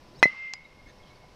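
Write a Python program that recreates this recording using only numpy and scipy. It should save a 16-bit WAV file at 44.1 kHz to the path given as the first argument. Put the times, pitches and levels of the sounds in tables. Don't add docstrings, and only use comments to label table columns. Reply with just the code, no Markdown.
import sys
import numpy as np
from scipy import signal
from scipy.fft import rfft, irfft
from scipy.io import wavfile
from scipy.ndimage import uniform_filter1d, minimum_filter1d

SR = 44100
rng = np.random.default_rng(int(sys.argv[2]) if len(sys.argv) > 2 else 0)


def wav_out(sig):
    wavfile.write(sys.argv[1], SR, np.round(np.clip(np.atleast_2d(sig).T, -1, 1) * 32767).astype(np.int16))


N = 59535
T = np.arange(N) / SR
FREQS = np.fft.rfftfreq(N, 1 / SR)
HIT_S, SOUND_M_S = .2279, 343


def amp(db):
    return 10 ** (np.asarray(db) / 20)


def colour(points):
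    hz, db = np.array(points, float).T
    return amp(np.interp(np.log(FREQS + 1), np.log(hz), db))


def noise(gain):
    x = irfft(rfft(rng.standard_normal(N)) * gain, N)
    return x / x.std()


def push(at, points):
    cepstrum = irfft(np.log(colour(points)), N)
    cepstrum[1:] *= 2 * (np.arange(1, N) < N // 2)
    pulse = irfft(np.exp(rfft(cepstrum)), N)
    return np.interp(T - at, T, pulse, left=0)


def decay(at, rise, fade):
    age = np.maximum(T - at, 0)
    attack = np.sin(np.pi / 2 * np.minimum(age / rise, 1)) ** 2
    return attack * np.exp(-np.log(1000) * age / fade)


def swell(at, length):
    return np.sin(np.pi * np.clip((T - at) / length, 0, 1))


def ring(tones, at, rise, away=0):
    clock = np.cumsum((T > at) * (1 - away / SOUND_M_S)) / SR
    return sum(amp(db) * np.sin(2 * np.pi * hz * clock) * decay(at, rise, fade) for hz, db, fade in tones)


# frequency in Hz, relative level in dB.
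AIR_TONE = [(25, 3), (70, -1.5), (140, 0), (300, -6), (600, -8.5), (1080, -9.5), (1300, -16), (2200, -17),
            (3500, -20), (5400, -20), (7000, -32), (12000, -37.5), (15000, -44), (17000, -67.5)]

def air():
    wander_db = .6 * np.interp(T, np.linspace(0, T[-1], 14), rng.standard_normal(14))
    return amp(-53.5 + wander_db) * noise(colour(AIR_TONE))


# pitch in Hz, level in dB.
HUM_TONES = [(503, -66.5), (601, -66), (1004, -64.5)]

def hum():
    return sum(amp(db) * np.sin(2 * np.pi * hz * T) for hz, db in HUM_TONES)


# start and length in seconds, first and last pitch in Hz, level in dB.
BIRD_NOTES = [(.015, .03, 5100, 4200, -77), (0.065, 0.052, 5000, 5450, -73),
              (0.145, 0.028, 3870, 4960, -58), (0.164, 0.033, 5210, 5440, -56.5),
              (.643, 0.023, 3820, 3850, -58.5), (0.866, .05, 6332, 6340, -69),
              (0.976, 0.033, 5530, 5240, -64), (1.025, 0.019, 3460, 3150, -59),
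              (1.058, 0.079, 4060, 4070, -64.5), (1.063, 0.046, 5500, 5400, -65),
              (1.145, 0.026, 5040, 4150, -64.5)]

def birds():
    notes = np.zeros(N)
    for at, length, first_hz, last_hz, db in BIRD_NOTES:
        pitch = np.interp(T, [at, at + length], [first_hz, last_hz])
        notes += amp(db) * swell(at, length) * np.sin(2 * np.pi * np.cumsum(pitch) / SR)
    blur = 1 + .9 * noise(np.exp(-FREQS / 130))
    return notes * blur


# start and length in seconds, middle frequency in Hz, level in dB.
SOFT_RUSHES = [(0.174, 0.042, 42.8, -44.5), (0.159, .055, 170, -53), (0.31, .04, 210, -49),
               (0.032, 0.22, 343, -58.5), (0.323, .05, 1100, -46), (0.408, .06, 1200, -53),
               (0.413, .1, 2550, -48.5), (0.846, 0.044, 40.6, -49.5), (0.848, 0.051, 280, -61),
               (0.863, 0.056, 1850, -60), (0.867, 0.057, 3895, -64.5), (1.032, 0.09, 3220, -65),
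               (1.23, 0.023, 720, -53.5)]

def rushes(width_octaves=.2):
    sound = np.zeros(N)
    for at, length, hz, db in SOFT_RUSHES:
        octaves_off = np.log2((FREQS + 1) / hz)
        band = 1 / (1 + (octaves_off / width_octaves) ** 2)
        sound += amp(db) * swell(at, length) * noise(band)
    return sound


# pitch in Hz, level in dB.
SQUEAK_TONES = [(3850, -52), (5300, -58.5), (6450, -58), (8080, -62)]

def squeak():
    tones = sum(amp(db) * np.sin(2 * np.pi * hz * T) for hz, db in SQUEAK_TONES)
    return swell(at=.188, length=.018) * tones


# frequency in Hz, relative level in dB.
WASH_TONE = [(100, -3.5), (600, -4), (1200, 2), (2000, -4), (2700, 3), (3400, -6.5), (5300, -7),
             (7000, -24.5), (9500, -29), (14000, -55)]
# delay in seconds, the bat's speed away from the echoing surface in m/s, level in dB.
YARD_ECHOES = [(.085, -4, -32), (.09, 19, -36.5), (.19, -9.5, -39), (.23, 12.5, -38), (.32, -12, -40.5),
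               (.41, -9, -51.5), (.55, -6.5, -54), (.63, -11.5, -55.5), (.77, -10.5, -59),
               (.87, -17.5, -56.5), (.99, -9.5, -60.5)]

def yard(rise=.0051, echo_fade=.48):
    wash = amp(-35.5) * noise(colour(WASH_TONE)) * decay(HIT_S, rise, fade=1)
    main_hz = BARREL_TONES[0][0]
    echoes = sum(ring([(main_hz, db, echo_fade)], HIT_S + lag, rise, away)
                 for lag, away, db in YARD_ECHOES)
    flutter = 1 + .55 * noise(np.exp(-FREQS / 35.2))
    return wash + echoes * flutter


# start in seconds, pitch in Hz, level in dB, fade time in seconds.
CLINK_TAPS = [(.5359, 6300, -21.5, 0.0053), (.5367, 5020, -15.5, 0.0048), (.5372, 2420, -21, 0.0051),
              (.5374, 766, -32.5, 0.015)]
# frequency in Hz, relative level in dB.
GRIT_TONE = [(200, -14), (700, -0.5), (3000, 6.5), (7800, 4), (8800, -19.5), (12500, -21.5), (14000, -40)]
# pitch in Hz, level in dB, fade time in seconds.
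CLINK_TONES = [(4670, -35, 0.019), (4940, -39, 0.11), (6928, -56.5, 0.11)]

def clink(rise=.00037):
    start = CLINK_TAPS[0][0]
    taps = sum(ring([(hz, db, fade)], at, rise) for at, hz, db, fade in CLINK_TAPS)
    grit = amp(-24.5) * noise(colour(GRIT_TONE)) * decay(start, rise, fade=.017)
    return taps + grit + ring(CLINK_TONES, start, rise)


# frequency in Hz, relative level in dB.
THUD_TONE = [(40, -38.5), (90, -12), (170, 0.5), (350, -3.5), (600, 0), (900, -14), (1400, -22),
             (3000, -41.5), (6000, -72.5), (15000, -97)]

def thud(at=.2558):
    rebound = amp(-21.5) * push(at + .003, THUD_TONE)
    return amp(29.5) * (push(at, THUD_TONE) + rebound)


# pitch in Hz, relative level in dB, fade time in seconds.
BARREL_TONES = [(2101, 1.5, 0.59), (1570, -9, 0.013), (1903, 1.5, 0.02), (2592, 0, 0.041),
                (2621, -26, 0.67), (3377, -15.5, 0.0289), (4235, -24.5, 0.19), (4224, -21.5, 0.13),
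                (5480, -23.5, .07), (5634, -18, .07), (6100, -21.5, 0.057), (6750, -26.5, 0.07),
                (8400, -39.5, 0.04), (10160, -39, 0.1)]
# time in seconds, speed away from us in m/s, relative level sent our way in dB.
SWING_PATH = [(0.229, 13, 1.5), (0.259, 9, -4), (.28, 7, -12), (0.298, 6.5, -13.5), (.32, 4, -34),
              (.355, 1.44, -22.5), (.39, -0.16, -12.5), (0.462, 0.4, -4.5), (.52, 1, -3),
              (0.601, .2, -13.5), (.7, 2.5, -12)]
# frequency in Hz, relative level in dB.
NEARBY_TONE = [(500, -13.5), (2100, -17.5), (3500, -3), (5500, -3.5), (15000, 0.5)]

def barrel(rise=.0018, ground_lag=.0093):
    when, speed, facing_db = np.array(SWING_PATH).T
    away = np.interp(T, when, speed)
    direct = ring(BARREL_TONES, HIT_S, rise, away)
    ground = ring(BARREL_TONES[:1], HIT_S, rise, away + 7.7)
    ground *= decay(HIT_S + ground_lag, rise, fade=.35)
    ringing = (direct - amp(-1.5) * ground) * amp(np.interp(T, when, facing_db) - .5)
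    nearby = amp(-28) * noise(colour(NEARBY_TONE)) * decay(0, rise=ground_lag, fade=.091)
    return ringing + signal.fftconvolve(ringing, nearby)[:N]


# frequency in Hz, relative level in dB.
CONTACT_TONE = [(40, -36), (100, -15), (200, -6), (380, -1), (800, 1.5), (1400, -2.5), (2500, -13.5),
                (4000, -39.5), (6500, -47), (9000, -57), (15000, -73)]
SNAP_TONE = [(100, -30.5), (700, -8), (1500, 2.5), (2600, -2.5), (4000, -4.5), (6500, -20.5), (8000, -24.5),
             (14500, -44.5), (16500, -71)]
CRACKLE_TONE = [(100, -23.5), (400, -2.5), (1100, 1.5), (2200, -13.5), (3500, -7.5), (6200, -13.5),
                (8000, -20.5), (13000, -34), (16000, -54)]

def crack():
    contact = -amp(34) * push(HIT_S, CONTACT_TONE)
    snap = amp(23.5) * push(HIT_S + .00055, SNAP_TONE)
    crackle = amp(-9) * noise(colour(CRACKLE_TONE)) * decay(HIT_S, rise=.0018, fade=.04)
    return contact + snap + crackle


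def scene():
    background = air() + birds() + rushes() + squeak() + yard()
    return (background + clink() + thud() + barrel() + crack())[None]


def record(dry, limit_db=.98, release_db_per_s=16, top_hz=15600):
    notch = signal.iirnotch(1017, Q=19, fs=SR)
    x = signal.lfilter(*notch, dry[0]) + hum()
    over_db = np.maximum(20 * np.log10(np.abs(x) + 1e-9) - limit_db, 0)
    ahead_db = -minimum_filter1d(-over_db, size=200)
    recovery_db = release_db_per_s * T
    cut_db = np.maximum.accumulate(ahead_db + recovery_db) - recovery_db
    x = x * amp(-uniform_filter1d(cut_db, size=100))
    treble_cut = signal.ellip(8, .2, 70, top_hz, fs=SR, output="sos")
    return signal.sosfilt(treble_cut, x)[None]


dry = scene()
out = record(dry)
wav_out(out)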